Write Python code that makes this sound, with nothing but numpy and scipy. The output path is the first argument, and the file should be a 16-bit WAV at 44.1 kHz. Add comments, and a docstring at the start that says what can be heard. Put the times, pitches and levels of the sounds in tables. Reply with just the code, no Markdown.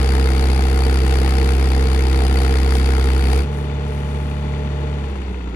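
"""The four-cylinder diesel of a small drill rig runs in the open on snow, off to the left of a phone.
At first it pulls a load: tones tied to the firings make the exhaust boom, and bursts of noise make its rasp.
Then the speed jumps up and the load comes off, leaving a lighter exhaust note, the clatter of the block
(a crowd of short rings), whining tones and a noisy hydraulic hiss, which already swells before the jump.
At last the fuel is cut back and the engine starts to run down: it slows, and each part fades in its own way."""
import sys
import numpy as np
from scipy import signal
from scipy.fft import rfft, irfft
from scipy.io import wavfile
from scipy.ndimage import uniform_filter1d

SR = 44100
rng = np.random.default_rng(int(sys.argv[2]) if len(sys.argv) > 2 else 0)


def wav_out(sig):
    """Save sig, one row per channel (or a flat mono array), as 16-bit PCM at SR to the path in sys.argv[1]."""
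    wavfile.write(sys.argv[1], SR, np.round(np.clip(np.atleast_2d(sig).T, -1, 1) * 32767).astype(np.int16))


N = 244755
TIME = np.arange(N) / SR  # s
FREQS = np.arange(N // 2 + 1) * SR / N + 1e-3  # Hz, kept just above 0 for the logarithm

# exhaust tones under load, running free and with the fuel cut back:
# (multiple of the firing rate [1], level [dB])
LOADED_TONES = [(.5, -23), (1, 0.5), (2, -14.5), (3, -22), (3.5, -26), (4, -21.5), (5, -19.5), (5.5, -31),
                (6, -38), (6.5, -40), (7, -21.5)]
FREE_TONES = [(.5, -45), (1, 1.5), (1.5, -18.5), (2, -3), (2.5, -18), (3, -13), (3.5, -20), (4, -24.5),
              (4.5, -38), (6, -15), (6.25, -20.5), (6.75, -23)]
COAST_TONES = [(1, 0), (1.5, -21), (2, -21), (3, -12), (3.5, -20), (4.5, -21), (5, -21)]
# moments when the rasp happens to be louder, leaving out the first row: (time [s], lift [dB])
LOUDER_MOMENTS = [(.124, 0), (.945, 2.5), (2.314, 1), (2.757, 4), (2.863, 4), (3.335, 5)][1:]
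# tone colour of exhaust rasp, silencer rumble, engine block, knock and oil: (frequency [Hz], level [dB])
RASP_COLOUR = [(200, -17.5), (450, 7), (560, -8), (750, 6), (1000, -7), (1350, -0.5), (1650, -1),
               (2300, -6.5), (3200, -9), (4200, -9), (5600, -20.5), (8000, -19.5), (10500, -18.5),
               (13500, -36.5)]
RUMBLE_COLOUR = [(20, 4.5), (40, -4.5), (80, 8), (120, 0.5), (190, 6), (300, 3.5), (460, 4), (540, -11.5),
                 (900, -5.5), (3000, -66)]
BLOCK_COLOUR = [(100, -25), (250, -3.5), (450, 6), (540, -2.5), (650, 4.5), (850, 3), (1150, 0), (1350, 1),
                (1600, -2), (2000, -2), (3300, -7), (5400, -18), (7200, -18), (13000, -54)]
KNOCK_COLOUR = [(400, -17), (850, -1), (1500, -0.5), (2600, -3), (4500, -22), (9000, -32), (14000, -55)]
OIL_COLOUR = [(2000, -19), (5000, 4), (8000, -2), (11000, -1.5), (13000, -10), (15500, -10)]
# resonances of pipe, block and oil valves: (frequency [Hz], width [Hz], lift [dB])
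PIPE_MODES = [(770, 120, 2.5), (2210, 560, 3), (4550, 140, 10), (5095, 470, 9.5), (6580, 370, 6.5),
              (9540, 500, 4.5), (11900, 540, 5.5)]
BLOCK_MODES = [(611, 22, 9.8), (2530, 220, 1.9), (2880, 110, 1), (3536, 140, 6), (4400, 120, 6)]
VALVE_MODES = [(9300, 950, 10.5)]
# pump and gear whine: (multiple of the firing rate [1], level under load [dB], level running free [dB])
WHINE_TONES = [(8.5, -54, -45), (9.5, -47, -56), (12, -62, -45), (15, -62, -54), (22, -54, -64),
               (27, -53, -64), (28, -53, -58), (32, -55, -64)]
# openings of the oil valves: (start [s], hold [s], hiss level [dB])
VALVE_OPENINGS = [(2.66, .02, -41.5), (3.2, .06, -45), (3.46, 0.033, -50), (3.798, 0.44, -52)]
# sound scattered by trees and rig, unlike left and right: (frequency [Hz], level over the direct sound [dB])
SCATTER = [(100, -32), (350, -16), (900, -14.5), (3000, -4), (12000, 4)]
# the right side lies in the shadow of phone and hand: (frequency [Hz], right minus left [dB])
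SHADOW = [(100, .3), (400, 2), (530, 3), (650, -13), (820, -2), (960, -1), (1170, -7), (1480, -3),
          (1850, -15), (2150, -9), (3700, -13), (4500, -10), (9500, -14), (12000, -8)]
# the sound reaches the right side later: (frequency [Hz], phase lag [rad])
RIGHT_LAG = [(0, 0), (65, .1), (130, .24), (480, 1.05), (860, 1.2), (1400, 1.6), (2150, 7), (3300, 8.5),
             (4200, 9), (5000, 15), (16000, 58)]

# the firing rate is steady under load, higher when free, and drops evenly with the fuel cut back
LOADED_HZ, FREE_HZ, SLOWING_HZ_PER_S = 65.73, 71.53, 24.3
SPEED_UP_AT_S, SPEED_UP_S, FUEL_CUT_AT_S = 3.325, .165, 4.965
UNLOAD_AT_S, UNLOAD_S = 3.39, 0.074  # the load drops away quickly
FUEL_FADE_S = 0.19  # time for the firings to weaken after the fuel is cut back
# average levels (dB); the rasp sounds under load only
BOOM_LOADED_DB, BOOM_FREE_DB, BOOM_COAST_DB = -15, -25, -24
RASP_DB = -26.5
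RUMBLE_LOADED_DB, RUMBLE_FREE_DB = -30, -34
CLATTER_LOADED_DB, CLATTER_FREE_DB = -32, -34.5
KNOCK_LOADED_DB, KNOCK_FREE_DB = -47, -44.5
LIFT_S = 0.0067  # how far to each side of its peak a louder moment reaches
# how fast each part fades as the engine runs down (dB per s); the hiss figure is for the seeping oil
BOOM_FADE_DB_PER_S, RUMBLE_FADE_DB_PER_S, CLATTER_FADE_DB_PER_S = 5.5, 2, 6
WHINE_FADE_DB_PER_S, HISS_FADE_DB_PER_S = 45, 11
# oil always seeps through the valves; an opened valve swells, holds and shuts
SEEP_DB, VALVE_OPEN_S, VALVE_SHUT_S = -56.5, 0.087, 0.15
TOP_HZ = 15750  # the phone cuts what lies above


def exhaust_boom(firing, load, slowing_s):
    """The low note of the pipe: heavy under load, hollow when free, thin with the fuel cut back."""
    coast = np.clip(slowing_s / FUEL_FADE_S, 0, 1)
    loaded = tones(firing, LOADED_TONES, waver=.018, spread=.6)
    free = tones(firing, FREE_TONES, waver=.025, spread=2.45)
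    coasting = tones(firing, COAST_TONES, waver=.07, spread=.8)
    loaded_gain = undb(BOOM_LOADED_DB) * load
    free_gain = undb(BOOM_FREE_DB) * (1 - load) * (1 - coast)
    coast_gain = undb(BOOM_COAST_DB - BOOM_FADE_DB_PER_S * slowing_s) * coast
    return loaded_gain * loaded + free_gain * free + coast_gain * coasting


def exhaust_rasp(firing, load):
    """As each cylinder lets out its gas, a turbulent jet tears from the pipe, with a short crack at its peak."""
    jet = noise_pair() * (0.11 + puffs(firing, at=0.74, rise=0.18, fall=0.19, scatter_db=1.0))
    crack = noise_pair() * puffs(firing, at=.72, rise=.04, fall=.11, scatter_db=2)
    crack = colour(crack, [(500, 0.5), (1800, 1.5), (4000, -4.0), (9000, -11.0)])  # (Hz, dB)
    gas = colour(unit(jet) + undb(-13.5) * unit(crack), RASP_COLOUR, PIPE_MODES)
    lift_db = sum(lift * np.exp(-((TIME - at) / LIFT_S) ** 2) for at, lift in LOUDER_MOMENTS)
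    waver_db = 0.74 * walk(9.28)
    return unit(gas) * load * undb(RASP_DB + lift_db + waver_db)


def exhaust_rumble(firing):
    """Uneven gas flow in the silencer surges as one valve closes and again as the next lets out its gas."""
    closing = puffs(firing, at=0.407, rise=0.1, fall=0.1, scatter_db=1.5)
    opening = puffs(firing, at=0.81, rise=0.29, fall=0.46, scatter_db=3.5)
    flow = noise_pair() * (0.5 + closing + 0.64 * opening)
    return unit(colour(flow, RUMBLE_COLOUR))


def clatter(firing):
    """Valves and injectors tick once a cycle, pistons and gears once a turn; the block colours them all."""
    # a cycle is four firings, a turn of the crank is two
    valves = impacts(firing, every=4, count=56, ring_s=0.0095, slop_s=.00005, scatter_db=2.0, apart=0.57)
    pistons = impacts(firing, every=2, count=28, ring_s=0.016, slop_s=.00004, scatter_db=2.0, apart=1.0)
    return unit(colour(valves + undb(-4.5) * pistons, BLOCK_COLOUR, BLOCK_MODES))


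def pump_whine(firing, load, slowing_s):
    """Pump and gears sing at multiples of the firing rate, throbbing once a cycle; fuel cut back, they fade fast."""
    throb = 1 + .42 * np.cos(2 * np.pi * (firing / 4 - .62))
    whine = 0
    for multiple, loaded_db, free_db in WHINE_TONES:
        gain = by_effort(load, slowing_s, loaded_db, free_db, WHINE_FADE_DB_PER_S)
        whine = whine + gain * undb(walk(11)) * np.cos(2 * np.pi * multiple * firing)
    return np.sqrt(2) * throb * whine


def knock(firing):
    """One cylinder knocks harder than the other three: an extra short thud of noise once a cycle."""
    blows = noise_pair() * puffs(firing / 4, at=.39, rise=.015, fall=.055, scatter_db=.8)
    return unit(colour(blows, KNOCK_COLOUR))


def oil_hiss(firing, slowing_s):
    """Oil hisses through the valves in pulses, one per firing, and louder while a valve is open."""
    flow = noise_pair() * (0.83 + puffs(firing, at=0.43, rise=.12, fall=0.36, scatter_db=3))
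    opened = 0
    for start, hold, db in VALVE_OPENINGS:
        shut_at = start + VALVE_OPEN_S + hold
        opened = opened + undb(db) * (ramp(start, VALVE_OPEN_S) - ramp(shut_at, VALVE_SHUT_S))
    seep = undb(SEEP_DB - HISS_FADE_DB_PER_S * slowing_s)
    return unit(colour(flow, OIL_COLOUR, VALVE_MODES)) * np.hypot(opened, seep)


def tones(firing, table, waver, spread):
    """Exhaust tones at multiples of the firing rate; high ones waver more, and `spread` (rad) shifts their phase."""
    out = 0
    for k, db in table:
        phase = 2 * np.pi * k * firing + spread * (k - 1) ** 2 + waver * k * walk(30)
        strength = undb(db) * (1 + waver * k * walk(30))
        out = out + strength * np.cos(phase)
    return np.sqrt(2) * out


def puffs(count_up, at, rise, fall, scatter_db):
    """An envelope swells fast and dies away each time `count_up` gains 1 (the unit of at, rise and fall)."""
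    number = np.floor(count_up - at + .3).astype(int)  # each puff starts .3 ahead of its peak
    offset = count_up - at - number
    strength = undb(scatter_db * rng.standard_normal(number.max() + 3))[number + 1]
    return strength * np.exp(-np.where(offset < 0, (offset / rise) ** 2, offset / fall))


def impacts(firing, every, count, ring_s, slop_s, scatter_db, apart):
    """Parts knock at fixed crank angles once in `every` firings; each part has a short ring of its own."""
    angle = (np.arange(count) + rng.random(count)) * every / count  # in firings
    near_combustion = np.cos(2 * np.pi * (angle - .45))  # the hardest knocks
    part_size = undb(1.16 * rng.standard_normal(count) + 0.95 * near_combustion)
    knocks_at = np.arange(0, firing[-1], every)[:, None] + angle
    when = np.interp(knocks_at, firing, TIME, left=-1, right=-1)  # -1 s: never heard
    when = when + slop_s * rng.standard_normal(knocks_at.shape)
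    size = part_size * undb(scatter_db * rng.standard_normal(knocks_at.shape)) * (when > 0)
    t = TIME[:384]
    common = rng.standard_normal((count, len(t)))
    own = apart * rng.standard_normal((2, count, len(t)))  # unlike left and right
    rings = (common + own) * undb(-60 * t / ring_s)  # falls at the rate of 60 dB in ring_s
    places = (np.maximum(when, 0) * SR).astype(int)[..., None] + np.arange(len(t))
    sides = []
    for ring in rings:
        struck = size[..., None] * ring
        sides.append(np.bincount(places.ravel(), struck.ravel(), N)[:N])
    return unit(np.array(sides))


def noise_pair():
    """Noise left and right: a direct part they share and a scattered part of their own."""
    return rng.standard_normal(N) + colour(rng.standard_normal((2, N)), SCATTER)


def colour(x, points, modes=()):
    """Filter by a smooth spectrum with resonant peaks on it."""
    hz, db = np.transpose(points)
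    db = np.interp(np.log(FREQS), np.log(hz), db)
    for centre, width, lift in modes:
        db = db + lift / (1 + (2 * (FREQS - centre) / width) ** 2)
    return irfft(rfft(x) * undb(db), N)


def walk(rate):
    """A random drift: `rate` new values a second, smoothed twice and scaled to rms 1."""
    k = int(SR / rate)
    steps = np.repeat(rng.standard_normal(N // k + 1), k)
    smooth = uniform_filter1d(uniform_filter1d(steps, k), k)
    return unit(smooth[:N])


def ramp(start, length):
    """A steady change from 0 to 1 that begins at `start` and takes `length` seconds."""
    return np.clip((TIME - start) / length, 0, 1)


def by_effort(load, slowing_s, loaded_db, free_db, fade_db_per_s):
    """Gain that follows the load between two levels and fades as the engine runs down."""
    return undb(free_db + (loaded_db - free_db) * load - fade_db_per_s * slowing_s)


def undb(db):
    """Decibels to gain."""
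    return 10 ** (np.asarray(db) / 20)


def unit(x):
    """Scale to rms 1."""
    return x / np.sqrt(np.mean(x ** 2))


def scene():
    """All layers follow one crankshaft; the sound reaches the right side later and shaded."""
    load = 1 - ramp(UNLOAD_AT_S, UNLOAD_S)
    slowing_s = np.maximum(TIME - FUEL_CUT_AT_S, 0)  # time since the fuel was cut back
    speed_up = (FREE_HZ - LOADED_HZ) * ramp(SPEED_UP_AT_S, SPEED_UP_S)
    firing_hz = LOADED_HZ + speed_up - SLOWING_HZ_PER_S * slowing_s
    firing = np.cumsum(firing_hz) / SR + .71  # running count of firings
    boom = exhaust_boom(firing, load, slowing_s)
    rasp = exhaust_rasp(firing, load)
    rumble = exhaust_rumble(firing) * by_effort(
        load, slowing_s, RUMBLE_LOADED_DB, RUMBLE_FREE_DB, RUMBLE_FADE_DB_PER_S)
    ticks = clatter(firing) * by_effort(
        load, slowing_s, CLATTER_LOADED_DB, CLATTER_FREE_DB, CLATTER_FADE_DB_PER_S)
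    whine = pump_whine(firing, load, slowing_s)
    knocks = knock(firing) * by_effort(
        load, slowing_s, KNOCK_LOADED_DB, KNOCK_FREE_DB, CLATTER_FADE_DB_PER_S)
    hiss = oil_hiss(firing, slowing_s)
    left, right = boom + rasp + rumble + ticks + whine + knocks + hiss
    lag = np.interp(FREQS, *np.transpose(RIGHT_LAG))
    right = irfft(rfft(colour(right, SHADOW)) * np.exp(-1j * lag), N)
    return np.array([left, right])


def record(dry):
    """The phone cuts the top with a steep low-pass filter."""
    return signal.sosfilt(signal.ellip(10, .1, 80, TOP_HZ, fs=SR, output="sos"), dry)


dry = scene()
out = record(dry)
wav_out(out)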